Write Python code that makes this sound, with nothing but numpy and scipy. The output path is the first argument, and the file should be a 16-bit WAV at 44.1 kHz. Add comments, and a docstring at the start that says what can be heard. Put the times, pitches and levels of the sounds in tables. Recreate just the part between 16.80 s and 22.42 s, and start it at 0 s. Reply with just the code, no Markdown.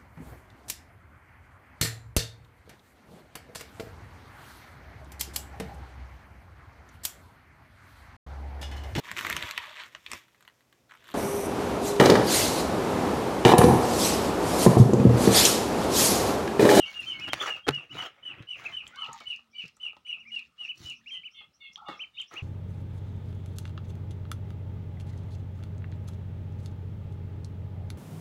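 """Ducklings peep around a metal water basin on a concrete floor under a roof; the walls smear each glide.
One gives long falling peeps, another short arched pips: trembling whistles with weak overtones.
Further off, other birds call in tones roughened by noise. Bills knock, tick and peck, as struck resonances,
and dabble, as swelling water noise with ringing drips. Close by, the hand-held microphone is rubbed
(swelling noise) and bumped (struck resonances) as it moves, over quiet yard air, a faint hum and its own hiss."""
import sys
import numpy as np
from scipy import signal
from scipy.fft import rfft, irfft, next_fast_len
from scipy.io import wavfile
from scipy.ndimage import uniform_filter1d, map_coordinates

SR = 44100
rng = np.random.default_rng(int(sys.argv[2]) if len(sys.argv) > 2 else 0)


def generate_wav(sig):
    """Save sig (samples, or channels by samples) to the path in sys.argv[1] as 16-bit PCM at SR."""
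    pcm = np.round(np.clip(np.atleast_2d(sig).T, -1, 1) * 32767).astype(np.int16)
    wavfile.write(sys.argv[1], SR, pcm)


N = 247966
TIME = np.arange(N) / SR


def amp(db):
    """Decibels to gain."""
    return 10 ** (np.asarray(db) / 20)


def unit(x):
    """Scaled to rms 1."""
    return x / np.sqrt(np.mean(x ** 2) + 1e-20)


def along(points, hz):
    """(Hz, value) points read on a log frequency axis."""
    f, v = np.transpose(points)
    return np.interp(np.log(hz + 1), np.log(f), v)


def wobble(rate, size=N):
    """A smooth random curve, rate knots a second."""
    knots = rng.standard_normal(int(size * rate / SR) + 4)
    return map_coordinates(knots, [np.arange(size) * rate / SR])


def filtered(x, response):
    """x times a complex response of frequency."""
    m = next_fast_len(len(x) + SR // 4)
    return irfft(rfft(x, m) * response(np.fft.rfftfreq(m, 1 / SR)), m)[:len(x)]


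def noise(spectrum, spiky_db):
    """Coloured noise of rms 1, made of grains of uneven size."""
    grains = amp(spiky_db * np.minimum(wobble(700), 2))
    return unit(filtered(rng.standard_normal(N) * grains, lambda hz: amp(along(spectrum, hz))))


def patchy(x):
    """Noise whose colour shifts from moment to moment."""
    depth_db = 3.5
    z = signal.stft(x.astype(np.float32), nperseg=512)[2]
    field = uniform_filter1d(rng.standard_normal(z.shape), size=5, axis=0)
    field = uniform_filter1d(field, size=7, axis=1)
    gain = amp(depth_db * np.minimum(unit(field), 2))
    return unit(signal.istft(z * gain, nperseg=512)[1][:N])


def swell(s, rise, fall):
    """Gain of a movement that builds up to time s and dies away."""
    drop_db, shape = 14.5, 2.4  # softer by this one rise before and one fall after; shape 1 pointed, 2 round
    gain = np.zeros(N)
    near = slice(*np.searchsorted(TIME, [s - 4 * abs(rise), s + 4 * abs(fall)]))
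    u = np.maximum((s - TIME[near]) / abs(rise), (TIME[near] - s) / abs(fall))
    gain[near] = amp(-drop_db * u ** shape)
    return gain


def swells(rows):
    """Gain of a run of even swells."""
    return sum(amp(db) * swell(s, spread, spread) for s, spread, db in rows)


def add(track, s, sound):
    """Mix a sound into the track at time s."""
    start = round(s * SR)
    part = sound[max(-start, 0):N - start]
    track[max(start, 0):][:len(part)] += part


def fade(size, edge):
    """A flat envelope whose ends taper; edge is the share of the length that the two tapers take up."""
    return signal.windows.tukey(size, np.clip(edge, 0, 1))


def room(x, wet_db, early_db):
    """Direct sound, early walls and a diffuse tail; paths are drawn afresh every quarter second and crossfade."""
    # decay of the walls: f/Hz, t60/s
    wall_decay = [(200, 0.092), (1200, 0.13), (3000, 0.19), (8000, 0.082), (15000, 0.013)]
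    out, size = x.copy(), SR // 3
    for start in range(0, N, SR // 4):
        hz, t, z = signal.stft(rng.standard_normal(size), SR, nperseg=256)
        decay = amp(-60 * t / along(wall_decay, hz)[:, None])
        onset = 1 - np.exp(-t / 0.003)
        tail = signal.istft(z * decay * onset, SR, nperseg=256)[1]
        tail *= amp(wet_db) / np.linalg.norm(tail)
        echoes = (rng.uniform(.008, .036, size=6) * SR).astype(int)
        tail[echoes] += amp(early_db) * rng.choice([-1, 1], size=6)
        # each set of paths crossfades into the next
        share = np.clip(1.5 - abs(np.arange(N) - start - SR // 8) / (SR // 8), 0, 1)
        first = max(start - SR // 8, 0)
        add(out, first / SR, signal.fftconvolve((x * share)[first:start + SR // 2], tail))
    return out


def syrinx(pitch, effort, overtones, waver, flutter_db):
    """A nearly pure, trembling whistle; its overtones come and go and need full effort."""
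    size = len(pitch)
    phase = 2 * np.pi * np.cumsum(pitch * (1 + waver * wobble(250, size))) / SR
    edge = sum(amp(db + 1.6 * wobble(50, size)) * np.sin(k * phase) for k, db in enumerate(overtones, 2))
    return effort * (np.sin(phase) + effort ** 2 * edge) * amp(flutter_db * wobble(120, size))


def hoarse(pitch, share, blur_rate):
    """A tone partly broken up into a narrow band of noise; blur_rate is in knots a second."""
    size, share = len(pitch), np.clip(share, 0, 1)
    blur = (wobble(blur_rate, size) + 1j * wobble(blur_rate, size)) / np.sqrt(2)
    carrier = np.exp(2j * np.pi * np.cumsum(pitch) / SR)
    return np.real((np.sqrt(1 - share) + np.sqrt(share) * blur) * carrier)


def stroke(rise, fall):
    """Progress through a call: -1 at its start, 0 at its top, 1 at its end."""
    t = np.arange(-abs(rise), abs(fall), 1 / SR)
    return t / np.where(t < 0, abs(rise), abs(fall))


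def arch(u):
    """How far an arched call lies below its top: 0 there, 1 at both ends."""
    rounding = .36  # how blunt the top is
    return (np.hypot(u, rounding) - rounding) / (np.hypot(1, rounding) - rounding)


def strike(modes, t60, scrape, soft_hz):
    """One push and a dying scrape through a body's resonances, peak 1; a soft contact loses its treble."""
    t = np.arange(SR // 4) / SR
    force = scrape * rng.standard_normal(len(t)) * amp(-60 * t / t60)
    force[0] += 1

    def body(f):
        """Resonances side by side, of alternating sign."""
        return sum((-1) ** k * amp(db) * 1j * f * width / (hz * hz - f * f + 1j * f * width)
                   for k, (hz, width, db) in enumerate(modes))

    sound = filtered(force, lambda f: body(f) / (1 + 1j * f / soft_hz) ** 2)
    return sound / abs(sound).max()


def peeps():
    """Each peep lifts quickly, sags, then plunges as the pressure goes; a little air rasps along."""
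    # long falling peeps: t/s of the top, fall/s, top f/Hz, drop/Hz, relative level/dB
    peep_rows = [(.002, 0.043, 2940, 287, -28), (.006, 0.052, 3155, 264, -39),
                 (0.158, 0.087, 2857, 565, -35), (.278, .055, 3123, 497, -28),
                 (.43, 0.049, 2925, 407, -31.5), (.687, 0.073, 2902, 430, -32),
                 (0.848, 0.043, 3240, 160, -49.5), (.938, 0.064, 2902, 462, -33),
                 (1.186, 0.048, 2990, 260, -32), (1.446, 0.084, 3044, 800, -35.5),
                 (1.69, 0.069, 2990, 743, -34), (1.939, 0.077, 3060, 770, -34),
                 (2.19, 0.065, 3072, 662, -33), (2.475, 0.063, 2988, 620, -29.5),
                 (2.767, .062, 3002, 743, -35), (3.019, .07, 3018, 770, -32.5),
                 (3.269, 0.082, 2985, 690, -33.5), (3.527, 0.068, 2920, 592, -32.5),
                 (3.8, 0.066, 2952, 717, -35), (4.067, 0.059, 2993, 745, -36.5),
                 (4.324, 0.039, 3194, 638, -32), (4.55, .055, 3195, 633, -50)]
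    # harmonics 2 to 4 against the whistle at full effort: mean level/dB
    overtones = [-33.5, -34.5, -54]
    # colour of the air in a peep: f/Hz, relative level/dB
    rasp_colour = [(300, -7.5), (800, -1.5), (1270, -2), (1700, -7), (2400, 9), (3300, 10.5), (4200, -7.5),
                   (5700, -10.5), (7500, -12), (9000, -13.5), (14000, -37.5)]
    rise_s, lift_hz = .022, 277.3  # the climb to every top
    sag_share = .33  # share of the drop that is a steady sag; the rest plunges at the end
    loudest = 0.33  # this far into the fall
    attack_db, release_db = 18.5, 9.5  # how much softer the start and the end are
    out, flow = np.zeros(N), np.zeros(N)
    for s, fall, top_hz, drop_hz, db in peep_rows:
        u = stroke(rise_s, fall)
        sag = sag_share * u + (1 - sag_share) * u ** 4
        pitch = top_hz - np.where(u < 0, lift_hz * abs(u) ** 3, drop_hz * sag)
        past = u - loudest
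        attack = attack_db * (past / (1 + loudest)) ** 2
        release = release_db * (past / (1 - loudest)) ** 2
        effort = amp(-np.where(past < 0, attack, release)) * fade(len(u), edge=0.093)
        whistle = syrinx(pitch, effort, overtones, waver=.005, flutter_db=1.1)
        add(out, s - rise_s, amp(db - 3.5) * whistle)
        add(flow, s - rise_s, amp(db) * effort)
    rasp = amp(-29.5) * flow * noise(rasp_colour, spiky_db=3)
    return room(out + rasp, wet_db=-2, early_db=-13)


def yard():
    """The quiet of the yard as shifting noise, a wavering low hum and the microphone's steady hiss."""
    # still air: f/Hz, relative level/dB
    air_colour = [(20, -22), (40, -19), (62, 2), (100, -4.5), (160, -1.5), (240, -6), (330, -13),
                  (600, -14.5), (1000, -15.5), (1270, -5.5), (1600, -21), (2900, -14.5), (4000, -20.5),
                  (6000, -25), (9000, -49.5)]
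    # course of the still air, which wavers about it: t/s, level/dB
    air_level = [(0, -61), (1, -73.5), (2, -65), (2.7, -72.5), (3.7, -71.5), (4.7, -72.5), (5.62, -73)]
    # swells of the hum: t/s of the peak, spread/s to each side, level/dB about which it flutters
    hum_rows = [(2.22, 0.19, -69), (2.6, 0.31, -72.5), (3.52, 0.16, -65.5), (4.22, 0.15, -70)]
    # the microphone's own hiss: f/Hz, relative level/dB
    hiss_colour = [(1000, 2), (6000, -3), (8500, -2.5), (13500, -10.5), (15200, -5), (16000, -1)]
    air = amp(np.interp(TIME, *np.transpose(air_level))) * patchy(noise(air_colour, spiky_db=-1.5))
    air *= amp(0.59 * wobble(5.4))
    hum_pitch = 233 + 7 * wobble(30)  # Hz
    hum = swells(hum_rows) * amp(1.4 * wobble(44)) * np.sin(2 * np.pi * np.cumsum(hum_pitch) / SR)
    return air + hum + amp(-81.0) * noise(hiss_colour, spiky_db=1)


def rubbing():
    """Cloth and fingers drag in small slips near the microphone: a rumble, a scuff and a hiss."""
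    # strokes: t/s of the peak, rise/s, fall/s, then rumble, scuff and hiss level/dB before slips and room
    rub_rows = [(.11, 0.067, 0.097, -77.5, -52.5, -55), (.26, 0.092, .1, -57.5, -55, -54.5),
                (.4, 0.084, 0.091, -54.5, -51, -60), (0.496, 0.033, 0.01, -42.5, -41.5, -53),
                (0.539, 0.022, .05, -48, -43, -51), (0.658, 0.11, 0.066, -61.5, -36.5, -46.5),
                (0.769, 0.1, 0.031, -66.5, -50.5, -59.5), (0.939, 0.075, 0.13, -59, -52, -64.5),
                (1.166, 0.057, 0.041, -47.5, -52.5, -56), (1.228, 0.094, 0.058, -61, -39.5, -53),
                (1.38, 0.21, 0.076, -78, -62, -89), (1.6, 0.16, 0.058, -56, -53, -83),
                (1.798, 0.039, 0.11, -65, -50.5, -58.5), (1.89, 0.065, 0.087, -60, -52.5, -61.5),
                (2.09, 0.089, 0.09, -74, -58.5, -72), (4.05, 0.085, 0.086, -58.5, -61.5, -51.5),
                (5.538, 0.031, 0.095, -64, -51, -61.5)]
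    # rumble: f/Hz, relative level/dB
    rumble_colour = [(25, -37.5), (50, -14), (80, -2.5), (130, 4), (190, -4), (260, -2), (350, 0),
                     (600, -48.5)]
    # scuff: f/Hz, relative level/dB
    scuff_colour = [(120, -33.5), (250, -17.5), (450, -4), (700, -2), (950, -3.5), (1270, 2), (1600, -2),
                    (2200, -2), (3300, -6.5), (4500, -30.5), (8000, -42)]
    # hiss: f/Hz, relative level/dB
    hiss_colour = [(1500, -12), (3000, 5), (4500, 2.5), (5600, 4.5), (7200, -1.5), (8200, -12.5),
                   (9500, -8.5), (13500, -20), (15200, -11.5), (16000, -3)]
    rumble = noise(rumble_colour, spiky_db=2.5)
    scuff = patchy(noise(scuff_colour, spiky_db=4.5))
    hiss = patchy(noise(hiss_colour, spiky_db=4))
    layers = [rumble, scuff, hiss]
    slips = unit(amp(2 * wobble(70)))
    power = np.zeros((len(layers), N))
    for s, rise, fall, *levels_db in rub_rows:
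        power += np.outer(amp(levels_db) ** 2, swell(s, rise, fall) ** 2)
    drag = np.sum(np.sqrt(power) * layers, axis=0) * slips
    return room(drag, wet_db=-10.5, early_db=-20.5)


def reedy_notes():
    """A further bird's drooping notes: a fairly clear tone under rougher upper partials."""
    # t/s of the start, length/s, starting f/Hz, relative level/dB, relative level/dB of two partials
    reedy_rows = [(0.045, 0.072, 2261, -44.5, -31), (0.322, .075, 2226, -43, -37),
                  (1.834, 0.081, 2143, -48.5, -40), (2.141, 0.067, 2199, -48, -14),
                  (2.396, 0.071, 2256, -51.5, -21), (2.723, 0.1, 2343, -47.5, -27),
                  (4.316, .085, 2050, -61, -24), (4.538, 0.098, 2177, -52, -1.5),
                  (4.798, .09, 2196, -50, -1.5), (5.049, 0.11, 2207, -53, -0.5),
                  (5.325, 0.13, 2256, -67, 11.5)]
    rough = .38  # noise share of the upper partials
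    out = np.zeros(N)
    for s, length, hz, db, upper_db in reedy_rows:
        u = np.linspace(0, 1, int(length * SR))
        note = hoarse(hz * (1 - 0.037 * u ** 2), share=0.069, blur_rate=240)
        note += amp(-18) * hoarse(2 * hz * (1 - 0.057 * u), share=rough, blur_rate=550)
        for ratio, droop, trim_db in [(1.3, 0.11, 1), (1.62, 0.098, 3)]:
            partial = hoarse(hz * ratio * (1 - droop * u ** 2), share=rough, blur_rate=380)
            note += amp(upper_db + trim_db) * partial
        add(out, s, amp(db - 3) * fade(len(u), edge=0.53) * note)
    return out


def far_chirps():
    """Thin chirps that sweep upward, each a tone mostly broken up into noise."""
    # t/s of the start, relative level/dB
    chirp_rows = [(2.7, -76.5), (2.785, -70.5), (2.931, -80), (3.373, -79), (3.463, -68.5), (3.829, -65.5),
                  (4.14, -67.5), (4.269, -66), (4.502, -67.5), (4.725, -70.5), (4.914, -66.5), (5.162, -67),
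                  (5.462, -63.5)]
    out = np.zeros(N)
    u = np.linspace(0, 1, int(0.049 * SR))
    for s, db in chirp_rows:
        chirp = hoarse(5050 + 1200 * u, share=.65, blur_rate=890)
        add(out, s, amp(db + 3.5) * fade(len(u), edge=0.78) * chirp)
    return out


def chatter():
    """Hoarse notes of a lower voice, arched in pitch and softer at both ends."""
    # t/s of the top, length/s, top f/Hz, relative level/dB
    chatter_rows = [(2.159, 0.11, 1550, -46.5), (2.185, 0.05, 1233, -40), (2.217, 0.056, 1313, -36.5),
                    (2.239, 0.064, 961, -42.5), (2.283, 0.086, 1300, -38.5), (2.295, 0.042, 962, -40.5),
                    (2.34, .07, 937, -45.5), (2.346, .08, 1250, -47.5), (4.984, .03, 891, -51),
                    (4.992, 0.052, 1318, -42.5), (5.028, 0.035, 873, -44), (5.036, 0.044, 1326, -43),
                    (5.073, 0.026, 1270, -39.5), (5.078, .03, 850, -41)]
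    sweep_share, edge_db = 0.234, 17.5  # share of the pitch, and level, lost at both ends
    out = np.zeros(N)
    for s, length, top_hz, db in chatter_rows:
        u = stroke(length / 2, length / 2)
        note = hoarse(top_hz * (1 - sweep_share * arch(u)), share=.35, blur_rate=240)
        add(out, s - length / 2, amp(db - 5.5 - edge_db * u ** 2) * fade(len(u), edge=0.1) * note)
    return out


def far_birds():
    """Reedy notes, thin chirps and hoarse low calls at a distance, strongly mixed with the walls."""
    return room(reedy_notes() + far_chirps() + chatter(), wet_db=-3.0, early_db=-14)


def droplets(flow, count):
    """Small drips off the bills, scattered in time and pitch, louder where the dabbling is busy."""
    out, t = np.zeros(N), np.arange(SR // 40) / SR
    for when, size, pitch in rng.uniform(size=(count, 3)):
        s, hz = 1.3 + 4.25 * when, 1600 * 3.5 ** pitch
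        life = hz * t / 9  # a bubble rings for a few cycles and rises in pitch
        ring = np.sin(2 * np.pi * hz * t * (1 + 4 * t)) * life * np.exp(1 - 2 * life)
        add(out, s, flow[int(s * SR)] * amp(6 + 8 * size ** 2) * ring)
    return out


def dabbling():
    """Bills stir the water: uneven noise that swells in bouts, with drips."""
    # bouts: t/s of the peak, spread/s to each side, relative level/dB
    dabble_rows = [(2.23, .1, -54.5), (2.42, 0.21, -53.5), (2.85, .06, -55), (3.57, 0.11, -59),
                   (3.84, .07, -54), (4.05, 0.035, -63.5), (4.34, 0.15, -61.5), (5.14, 0.13, -58.5),
                   (5.4, 0.11, -59), (5.57, 0.053, -61)]
    # stirred water: f/Hz, relative level/dB
    water_colour = [(700, -19), (1250, -7), (1800, 7), (3000, 4), (4200, 4.5), (5600, -2), (7200, -5),
                    (8500, -23.5), (12000, -22), (16000, -18.5)]
    flow = swells(dabble_rows)
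    stirring = flow * amp(-8) * noise(water_colour, spiky_db=5.5) * unit(amp(4 * wobble(22)))
    return stirring + droplets(flow, count=90)


def basin():
    """Bills knock around the metal basin, tick and peck as struck resonances, and dabble in the water."""
    # knocks: t/s, peak level/dB before the room, scrape t60/s
    knock_rows = [(2.406, -39, 0.12), (2.59, -52.5, 0.1), (2.969, -58, 0.21), (3.055, -54, 0.27),
                  (3.131, -49.5, 0.042), (3.37, -54, 0.14), (3.167, -47.5, 0.024), (3.804, -54, 0.39),
                  (4.608, -53, 0.21), (5.085, -30, 0.092), (5.097, -34.5, 0.32), (5.218, -52, 0.18),
                  (5.512, -43, 0.064), (5.531, -41, 0.19)]
    # resonances of the basin: f/Hz, width/Hz, relative level/dB
    basin_modes = [(222, 300, -8), (468, 485, -2.5), (574, 266, -1.5), (826, 70, -3.5), (1247, 86, 3),
                   (1920, 100, -11.5), (3640, 590, -15.5)]
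    # bill ticks and drips: t/s, peak level/dB before the room, resonance f/Hz
    tick_rows = [(0.204, -43, 9360), (0.3971, -36.5, 4900), (0.9475, -42.5, 4970), (1.6242, -48, 3950),
                 (2.0771, -40, 7400), (2.1585, -45.5, 4330), (2.2673, -52, 3930), (2.3306, -35.5, 7040),
                 (2.4024, -41.5, 3940), (2.5092, -46, 4130), (2.5609, -45.5, 5100), (2.857, -53.5, 5450),
                 (2.8799, -47.5, 5180), (2.9672, -49.5, 7370), (3.17, -54.5, 3790), (3.5562, -47.5, 4200),
                 (3.5919, -42.5, 3990), (3.9775, -46.5, 5500), (4.099, -37.5, 6700), (4.9334, -54, 6000),
                 (4.9769, -53, 4240), (5.4149, -41.5, 7250), (5.5389, -43.5, 6200)]
    # hard pecks: t/s, peak level/dB before the room, resonance f/Hz
    peck_rows = [(2.067, -35, 3130), (2.246, -35.5, 3400), (3.167, -45, 940), (4.9583, -29, 3380),
                 (5.399, -39, 3620)]
    out = dabbling()
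    for s, db, t60 in knock_rows:
        add(out, s, amp(db) * strike(basin_modes, t60, scrape=0.1, soft_hz=7000))
    for s, db, hz in tick_rows:
        add(out, s, amp(db) * strike([(hz, 800, 0)], t60=0.022, scrape=1.0, soft_hz=11900))
    for s, db, hz in peck_rows:
        add(out, s, amp(db) * strike([(hz, 420, 0)], t60=.01, scrape=.6, soft_hz=4000))
    return room(out, wet_db=-12.5, early_db=-28)


def pips():
    """Each pip is a whistle that sweeps straight up and down again, loudest at the top."""
    # short arched pips: t/s of the top, length/s, top f/Hz, sweep/Hz, relative level/dB
    pip_rows = [(0.422, 0.065, 2614, 398, -44.5), (0.51, 0.07, 3227, 429, -43.5),
                (0.613, 0.034, 3530, 702, -34), (1.121, 0.054, 2980, 457, -50.5),
                (1.263, .048, 3230, 284, -48.5), (1.864, 0.028, 2650, 475, -36.5),
                (3.292, 0.051, 2896, 734, -47.5), (3.41, .058, 2886, 710, -53.5),
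                (3.483, 0.066, 2426, 450, -53), (3.9, 0.044, 3000, 572, -39),
                (4.285, .052, 2910, 757, -45.5), (4.461, 0.056, 3020, 870, -43.5),
                (5.22, 0.056, 3126, 970, -40.5), (5.398, .056, 3214, 860, -41),
                (5.583, 0.051, 2900, 727, -41.5)]
    edge_db = 12  # how much softer the feet of the arch are
    out = np.zeros(N)
    for s, length, top_hz, sweep_hz, db in pip_rows:
        u = stroke(length / 2, length / 2)
        effort = amp(-edge_db * u ** 2) * fade(len(u), edge=0.081)
        pitch = top_hz - sweep_hz * arch(u)
        whistle = syrinx(pitch, effort, [-37, -47, -56], waver=0.0031, flutter_db=2.0)
        add(out, s - length / 2, amp(db + 6.5) * whistle)
    return room(out, wet_db=-16.5, early_db=-22.5)


def bumping():
    """Clicks, bumps and low thuds as struck resonances, without the room."""
    # sharp clicks on the casing: t/s, peak level/dB
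    click_rows = [(0.4878, -27.5), (0.5332, -9.5), (0.54, -18.5), (0.685, -32.5), (0.8804, -17),
                  (0.8853, -11.5), (0.89, -7), (0.9087, -25.5)]
    # casing under a click: f/Hz, width/Hz, relative level/dB
    click_modes = [(510, 410, -3), (1240, 710, -2.5), (2090, 920, -1), (3133, 1600, -2.5),
                   (3960, 1100, -2.5), (6900, 2000, -17), (10240, 2600, -19.5)]
    # dull bumps: t/s, peak level/dB, scrape t60/s
    bump_rows = [(.868, -27.5, 0.037), (.873, -23, 0.091), (.883, -16, 0.074), (0.8876, -11.5, 0.024),
                 (0.895, -27.5, 0.07), (1.152, -34, 0.062), (2.284, -42, 0.085), (2.842, -51, 0.092)]
    # resonances of a bump: f/Hz, width/Hz, relative level/dB
    bump_modes = [(140.7, 13, -0.5), (238, 28, -6.5), (414.7, 160, -3), (870, 31, -11.5), (1300, 170, -8),
                  (1950, 34, -16.5)]
    # low thuds, a few under knocks: t/s, peak level/dB, resonance f/Hz
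    thud_rows = [(0.882, -28.5, 255), (0.891, -34, 85), (0.973, -42, 146), (1.604, -36.5, 120),
                 (2.838, -47, 175), (2.854, -49.5, 140), (4.004, -44.5, 100), (4.046, -42.5, 83),
                 (5.092, -36, 320), (5.54, -43.5, 346)]
    out = np.zeros(N)
    for s, db in click_rows:
        add(out, s, amp(db) * strike(click_modes, t60=0.02, scrape=0.056, soft_hz=20100))
    for s, db, t60 in bump_rows:
        add(out, s, amp(db) * strike(bump_modes, t60, scrape=0.098, soft_hz=3593))
    for s, db, hz in thud_rows:
        add(out, s, amp(db) * strike([(hz, 40, 0)], t60=0.011, scrape=0.029, soft_hz=306.8))
    return out


def scene():
    """Everything at one microphone."""
    return (peeps() + yard() + rubbing() + far_birds() + basin() + pips() + bumping())[None]


def record(dry):
    """The microphone loses the deepest bass; nothing is kept above the band limit."""
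    cut_hz, top_hz = 29, 15850  # bass roll-off, band limit

    def response(hz):
        """A second-order low cut with a sharp upper limit."""
        low_cut = -hz ** 2 / (cut_hz ** 2 - hz ** 2 + 1j * np.sqrt(2) * hz * cut_hz)
        return low_cut * (hz < top_hz)

    return np.array([filtered(channel, response) for channel in dry])


dry = scene()
out = record(dry)
generate_wav(out)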